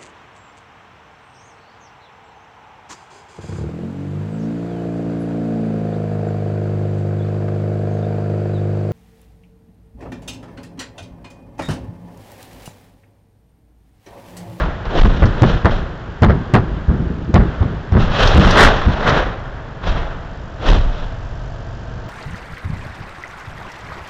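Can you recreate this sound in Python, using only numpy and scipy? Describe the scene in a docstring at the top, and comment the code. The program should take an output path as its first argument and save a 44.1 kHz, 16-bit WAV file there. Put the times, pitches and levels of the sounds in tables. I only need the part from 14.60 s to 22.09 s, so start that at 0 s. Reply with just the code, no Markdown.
"""Shellfire across a valley

A salvo is heard from a hilltop post through a small, overloading microphone. Each blast is a pressure
swing with a shock front, a clatter of near reflections and a long reverberant roll from the slopes.
Turbulent gusts rush over the microphone and buffet it, and grit ticks on its case.
Underneath, a small engine hums at harmonics of its firing rate in the low wash of the open air."""
import sys
import numpy as np
from scipy import signal
from scipy.fft import rfft, irfft
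from scipy.io import wavfile

SR = 44100
rng = np.random.default_rng(int(sys.argv[2]) if len(sys.argv) > 2 else 0)


def unload_audio(sound):
    """Save the sound as a 16-bit wav file, at the path given as the first command line argument."""
    columns = np.transpose(np.atleast_2d(sound))
    # keep every value between -1 and 1, then stretch to whole-number steps
    steps = np.round(np.clip(columns, -1, 1) * 32767)
    wavfile.write(sys.argv[1], SR, steps.astype(np.int16))


N = 330309
TIME = np.arange(N) / SR

# Blasts and their hard echoes:
# start_s, thump_db, thump_hz, front_db, clatter_db, crack_db, clatter_t60_s
BLASTS = [(0.436, -4, 67.6, -27, -13.5, -16, 0.88), (0.619, 2, 60.3, -31, -2.5, -11, 0.2),
          (0.818, 8, 86.4, -3.5, -6.5, -10.5, 0.25), (1.046, 1, 78.6, -17, -15, -6, 0.4),
          (1.619, 5, 94.3, -9, -7, -5, 0.43), (1.683, -1, 80, -51, -10.5, -10, 0.39),
          (1.936, 1.5, 112.2, -3, -7, -2.5, 0.31), (2.281, -1, 59.3, -32, -12.5, -31.5, 0.47),
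          (2.739, 4, 74.4, -2, -3.5, -6.5, 0.18), (2.783, 3, 52.8, -30, -9, -17, 0.27),
          (3.006, -1.5, 70, -36, -17, -21.5, 0.47), (3.32, -2.5, 76, -23, -14.5, -19, 0.32),
          (3.353, 1.5, 71, -30, -11, -16, 0.66), (3.743, 1.5, 53, -7, -6, -20, 0.096),
          (3.772, 2.5, 66.7, -5, 0.5, -23, 0.12), (3.846, -1, 53, -14, -8, -23, 0.17),
          (4.262, 0, 58.8, -39, -12.5, -30, 0.22)]


def gain_of(db):
    """Amplitude ratio of a level in decibels."""
    return 10 ** (np.asarray(db) / 20)


def unit_rms(x):
    """Normalisation to an rms of 1."""
    return x / np.sqrt(np.mean(x ** 2) + 1e-20)


def add(mix, start_s, sound):
    """Superposition of a sound on the mix."""
    part = mix[max(round(start_s * SR), 0):][:len(sound)]
    part += sound[:len(part)]


def noise(spectrum, size=N):
    """Random-phase noise of rms 1, shaped by rows of frequency_hz, level_db."""
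    hz = np.fft.rfftfreq(size, 1 / SR)
    corner_hz, db = np.transpose(spectrum)
    magnitude = gain_of(np.interp(np.log(hz + 1), np.log(corner_hz + 1), db)) * (hz > 12)
    return unit_rms(irfft(magnitude * np.exp(2j * np.pi * rng.random(len(hz))), size))


def wander(rate_hz):
    """Smooth random fluctuation of rms 1: low-passed Gaussian noise."""
    hz = np.fft.rfftfreq(N, 1 / SR)
    return unit_rms(irfft(rfft(rng.standard_normal(N)) * np.exp(-(hz / rate_hz) ** 2), N))


def lowpass(x, hz):
    """Steep linear-phase band limit."""
    return signal.oaconvolve(x, signal.firwin(401, hz, window=("kaiser", 9), fs=SR), "same")


def decay(t, t60_s):
    """Exponential decay of 60 dB per reverberation time."""
    return np.exp(-np.log(1000) * t / t60_s)


def air(level_db=-30.5, swell_db=1):
    """Ambient noise: the low, slowly fluctuating wash of the open valley."""
    # Ambient spectrum: frequency_hz, level_db
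    spectrum = [(20, 2), (50, 4), (120, 1), (200, -6.5), (300, -11.5), (450, -13.5), (650, -16), (800, -16),
                (1650, -17), (2150, -29), (3200, -27.5), (4500, -40.5), (7500, -55)]
    return gain_of(level_db + swell_db * wander(0.96)) * noise(spectrum)


def engine(firing_hz=24.01, drift=0.0022, knock_db=-44, knock_turns=0.8):
    """Periodic firing gives a governed four-stroke its harmonics; it rattles on both turns of a cycle."""
    # Engine tones: harmonic_number, level_db
    harmonics = [(2, -40), (3, -45.5), (4, -42), (5, -38.5), (6, -48), (10, -53.5), (17, -62), (19, -54.5),
                 (20, -54.5), (23, -56), (25, -54.5), (27, -47.5), (29, -52.5), (38, -52.5), (65, -54)]
    # Rattle spectrum: frequency_hz, level_db
    knock_spectrum = [(150, -15.5), (400, -10), (660, 9.5), (850, -6), (1700, -16), (2150, -26),
                      (3200, -19), (5000, -15), (7500, -24)]
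    # The engine grows clearer as the microphone turns: time_s, low_tones_db, overtones_and_rattle_db
    gains = [(0, -1.5, -5.5), (3, -8, -5), (4.999, -0.5, -5), (6, -5, -1.5), (6.902, 5, 0.5), (7.5, 1.5, 0)]
    times, low_db, high_db = np.transpose(gains)
    low, high = (gain_of(np.interp(TIME, times, db)) for db in (low_db, high_db))
    cycles = np.cumsum(firing_hz * (1 + drift * wander(2))) / SR
    tones = 0
    for number, db in harmonics:
        tone = np.sin(2 * np.pi * (number * cycles + rng.random()))
        tones += (low if number < 10 else high) * gain_of(db) * tone
    rattle = unit_rms(noise(knock_spectrum) * np.exp(-(2 * cycles % 1) / knock_turns))
    return np.sqrt(2) * tones + high * gain_of(knock_db) * rattle


def reverberant_gain(hits, t60_s, rise_s=0.0048, earlier_db=-4):
    """Incoherent echoes add in power: those of hits (start_s, level_db) and of earlier shells."""
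    power = (gain_of(earlier_db) * decay(TIME, t60_s)) ** 2
    for start_s, db in hits:
        age = np.maximum(TIME - start_s, 0)
        power += (gain_of(db) * (1 - np.exp(-age / rise_s)) * decay(age, t60_s)) ** 2
    return np.sqrt(power)


def valley(rumble_db=-24, wash_db=-18, split_hz=420, lumpy_db=4.0):
    """Reverberation: the slopes return thumps as a lumpy rumble and clatter as a smooth, longer wash."""
    # Reverberation spectrum: frequency_hz, level_db
    spectrum = [(20, -13.5), (50, 5.5), (110, -4.5), (170, -1.5), (260, -10), (370, -9.5), (700, -18.5),
                (1600, -19.5), (2300, -33), (3300, -32.5), (7000, -57)]
    # Long low echo from the far ridge: crest_s, level_db, half_length_s
    ridge_echo = (2.57, -21.5, 0.29)
    thumps = reverberant_gain([(s, db) for s, db, *_ in BLASTS], t60_s=1.7)
    clatters = reverberant_gain([(s, db) for s, _, _, _, db, _, _ in BLASTS], t60_s=3.7)
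    crest_s, ridge_db, half_length_s = ridge_echo
    ridge = gain_of(ridge_db) * np.exp(-((TIME - crest_s) / half_length_s) ** 2 / 2)
    roll = noise(spectrum)
    rumble = lowpass(roll, split_hz)
    lumps = gain_of(lumpy_db * wander(30)) * np.hypot(gain_of(rumble_db) * thumps, ridge)
    return lumps * rumble + gain_of(wash_db) * clatters * (roll - rumble)


def swell(age, rise_s, fall_s, wake_db=-24.5, wake_s=0.61):
    """Envelope of a gust about its crest: growth, decay and a weak, slowly dying wake."""
    roundness = 1.175  # 1 is a sharp crest, 2 a bell
    before, after = np.maximum(-age, 0), np.maximum(age, 0)
    wake = gain_of(wake_db) * np.exp(-after / wake_s)
    dying = np.maximum(np.exp(-(after / fall_s) ** roundness), wake)
    return np.exp(-(before / rise_s) ** roundness) * dying


def gust_gains(buffet_lag_s=0.021, hiss_exponent=1.33):
    """Overlapping gusts add in power, giving the envelopes of rush, hiss and buffeting."""
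    # Gusts: crest_s, rush_db, hiss_db, buffet_db, rise_s, fall_s
    gusts = [(0.01, -21.5, -36, -18.5, 0.09, 0.075), (0.255, -24, -36, -21, 0.002, 0.022),
             (0.31, -28, -37, -26.5, 0.012, 0.03), (0.393, -18.5, -25.5, -4, 0.044, 0.089),
             (0.56, -31.5, -39, -17.5, 0.21, 0.39), (0.895, -24.5, -30.5, -18, 0.09, 0.097),
             (1.115, -25.5, -34.5, -18, 0.03, 0.11), (3.411, -23, -28.5, -12.5, 0.025, 0.076),
             (3.621, -14.5, -18.5, -10, 0.085, 0.14), (3.841, -16, -21.5, -16, 0.15, 0.39),
             (3.989, -7.5, -15, -23, 0.029, 0.073), (4.04, -6.5, -15.5, -3, 0.068, 0.05),
             (4.33, -40, -38, -24, 0.021, 0.027), (4.48, -14, -24.5, -27, 0.056, 0.088),
             (4.573, -16.5, -27, -19, 0.09, 0.097), (5.28, -25, -29.5, -12, 0.038, 0.081),
             (5.375, -27, -39.5, -21.5, 0.085, 0.17), (6.092, -17.5, -21, -2.5, 0.044, 0.087),
             (6.24, -38, -51.5, -10.5, 0.02, 0.057), (6.39, -32.5, -40.5, -23, 0.18, 0.14)]
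    t, power = TIME[::64], 0
    for crest_s, rush_db, hiss_db, buffet_db, rise_s, fall_s in gusts:
        flow = swell(t - crest_s, rise_s, fall_s)
        rush = gain_of(rush_db) * flow
        hiss = gain_of(hiss_db) * flow ** hiss_exponent  # grows faster than the rush
        buffet = gain_of(buffet_db) * swell(t - crest_s - buffet_lag_s, 0.026, 0.92 * fall_s)
        power += np.array([rush, hiss, buffet]) ** 2
    return [np.interp(TIME, t, np.sqrt(p)) for p in power]


def wind(flutter_db=1.36, shed_hz=29, unsteady=.2, eddies_db=-4, rush_db=2, hiss_db=-1, roar_db=6):
    """Turbulent flow rushes and hisses over the microphone; vortex shedding from its case shakes it."""
    # Spectra of the flow noise: frequency_hz, level_db
    eddy_spectrum = [(10, 0.5), (28, -1), (60, -3.5), (130, -15), (250, -23), (600, -64)]
    rush_spectrum = [(30, -2), (110, 4.5), (200, -3), (340, -5.5), (430, -2), (570, -0.5), (900, -4.5),
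                     (1400, -4.5), (1800, -9), (2200, -16.5), (3200, -27), (7500, -55)]
    hiss_spectrum = [(1500, -43), (2200, -18.5), (2500, -3.5), (2800, -3), (3200, -1), (3900, -5),
                     (4600, -14.5), (5600, -16), (7500, -31)]
    roar_spectrum = [(400, -16.5), (1000, -2), (1350, 3), (1850, 1), (2250, -10), (2700, -40)]
    rush, hiss, buffet = gust_gains()
    vortex_hz = shed_hz * np.exp(unsteady * wander(20.27))
    shedding = unit_rms(np.sin(2 * np.pi * np.cumsum(vortex_hz) / SR))
    shaking = shedding + gain_of(eddies_db) * noise(eddy_spectrum)
    flow = gain_of(rush_db) * rush * noise(rush_spectrum)
    flow += gain_of(hiss_db) * hiss * noise(hiss_spectrum)
    flow += gain_of(roar_db) * rush ** 2 * noise(roar_spectrum)  # only the fastest air roars
    return gain_of(flutter_db * wander(59)) * flow + buffet * shaking


def grit(gain_db=-6, decay_s=0.0096):
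    """Impacts of grit on the microphone case give dry, quickly damped ticks."""
    # Impacts: start_s, level_db
    ticks = [(0.2535, -38.5), (0.6544, -24.5), (3.3204, -38), (3.6745, -13), (3.907, -13), (4.4926, -19)]
    # Tick spectrum: frequency_hz, level_db
    spectrum = [(1500, -39.5), (3500, 16.5), (6000, 12.5), (7500, -12)]
    out, t = np.zeros(N), np.arange(SR // 20) / SR
    for start_s, db in ticks:
        add(out, start_s, gain_of(db + gain_db) * noise(spectrum, len(t)) * np.exp(-t / decay_s))
    return out


def whooshes():
    """Flow noise with hollow spectral peaks swells briefly at the leading edge of some gusts."""
    # Swells of air: crest_s, level_db, half_length_s
    swells = [(0.364, -16.5, 0.026), (6.11, -19.5, 0.054)]
    # Whoosh spectrum: frequency_hz, level_db
    spectrum = [(150, -3), (250, 0), (340, 6), (440, -3.5), (560, 1.5), (750, -1.5), (1500, -48)]
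    envelope = sum(gain_of(db) * np.exp(-((TIME - crest_s) / half_length_s) ** 2 / 2)
                   for crest_s, db, half_length_s in swells)
    return noise(spectrum) * envelope


def thump(t, hz, crest_cycles=0.61, lead_cycles=0.2617, lead_s=0.0038):
    """A damped pressure swing, a short dip and then longer lobes, with the time of its first upstroke."""
    cycles = hz * t + lead_cycles * (1 - np.exp(-t / lead_s))
    age = hz * t / crest_cycles  # 1 at the crest of the envelope
    swing = -np.sin(2 * np.pi * cycles) * age * np.exp((1 - age ** 2) / 2)
    return swing, t[np.argmax(cycles > .5)]


def scatter(spectrum, t, rise_s, hold_s, t60_s):
    """Diffuse reflections crowd in, hold a moment and decay."""
    return noise(spectrum, len(t)) * (1 - np.exp(-t / rise_s)) * decay(np.maximum(t - hold_s, 0), t60_s)


def blasts(front_s=.0016, grain_db=3.5):
    """Blast waves: a shock front rides each thump; ground and houses scatter it, treble dying first."""
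    # Spectra of the low clatter and the bright crack: frequency_hz, level_db
    clatter_spectrum = [(20, -5), (55, -2.5), (110, 4.5), (145, 0.5), (200, 1.5), (290, -10.5),
                        (370, -10.5), (460, -17.5), (650, -24), (1500, -25), (4000, -69)]
    crack_spectrum = [(100, -9.5), (350, 7), (650, 5.5), (950, 2.5), (1500, -3), (1950, -6), (2400, -19.5),
                      (3400, -20), (5000, -30.5), (7500, -57)]
    out, t = np.zeros(N), np.arange(SR // 2) / SR
    grain = gain_of(grain_db * wander(290))  # uneven scattering
    front = (1 - t / front_s) * np.exp(-t / front_s)
    for start_s, thump_db, thump_hz, front_db, clatter_db, crack_db, t60_s in BLASTS:
        swing, upstroke_s = thump(t, thump_hz)
        shock_s = start_s + upstroke_s
        clatter = scatter(clatter_spectrum, t, rise_s=0.004, hold_s=0.017, t60_s=t60_s)
        crack = scatter(crack_spectrum, t, rise_s=0.0063, hold_s=0.018, t60_s=0.1)
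        crack *= unit_rms(grain[round(start_s * SR):][:len(t)])
        add(out, start_s, gain_of(thump_db) * swing + gain_of(crack_db) * crack)
        add(out, shock_s, gain_of(front_db) * front + gain_of(clatter_db) * clatter)
        # Rough ground returns the front smeared, from nearby and then from further off.
        echo = scatter(crack_spectrum, t, rise_s=0.0015, hold_s=0, t60_s=0.014)
        for delay_s, echo_db in (0.013, -5), (0.029, -10):
            add(out, shock_s + delay_s, gain_of(front_db + echo_db) * echo)
    return out


def scene():
    """Superposition of all sources at one microphone."""
    return (blasts() + valley() + wind() + whooshes() + grit() + engine() + air())[None]


def record(dry, band_hz=7700, edge_hz=15600, ceiling=.7, knee=5, distortion_db=1):
    """Saturation in a narrow-band microphone: only distortion of the peaks reaches the top octave."""
    pressure = lowpass(dry[0], band_hz)
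    clipped = pressure / (1 + abs(pressure / ceiling) ** knee) ** (1 / knee)
    body = lowpass(clipped, band_hz)
    return lowpass(body + gain_of(distortion_db) * (clipped - body), edge_hz)[None]


dry = scene()
out = record(dry)
unload_audio(out)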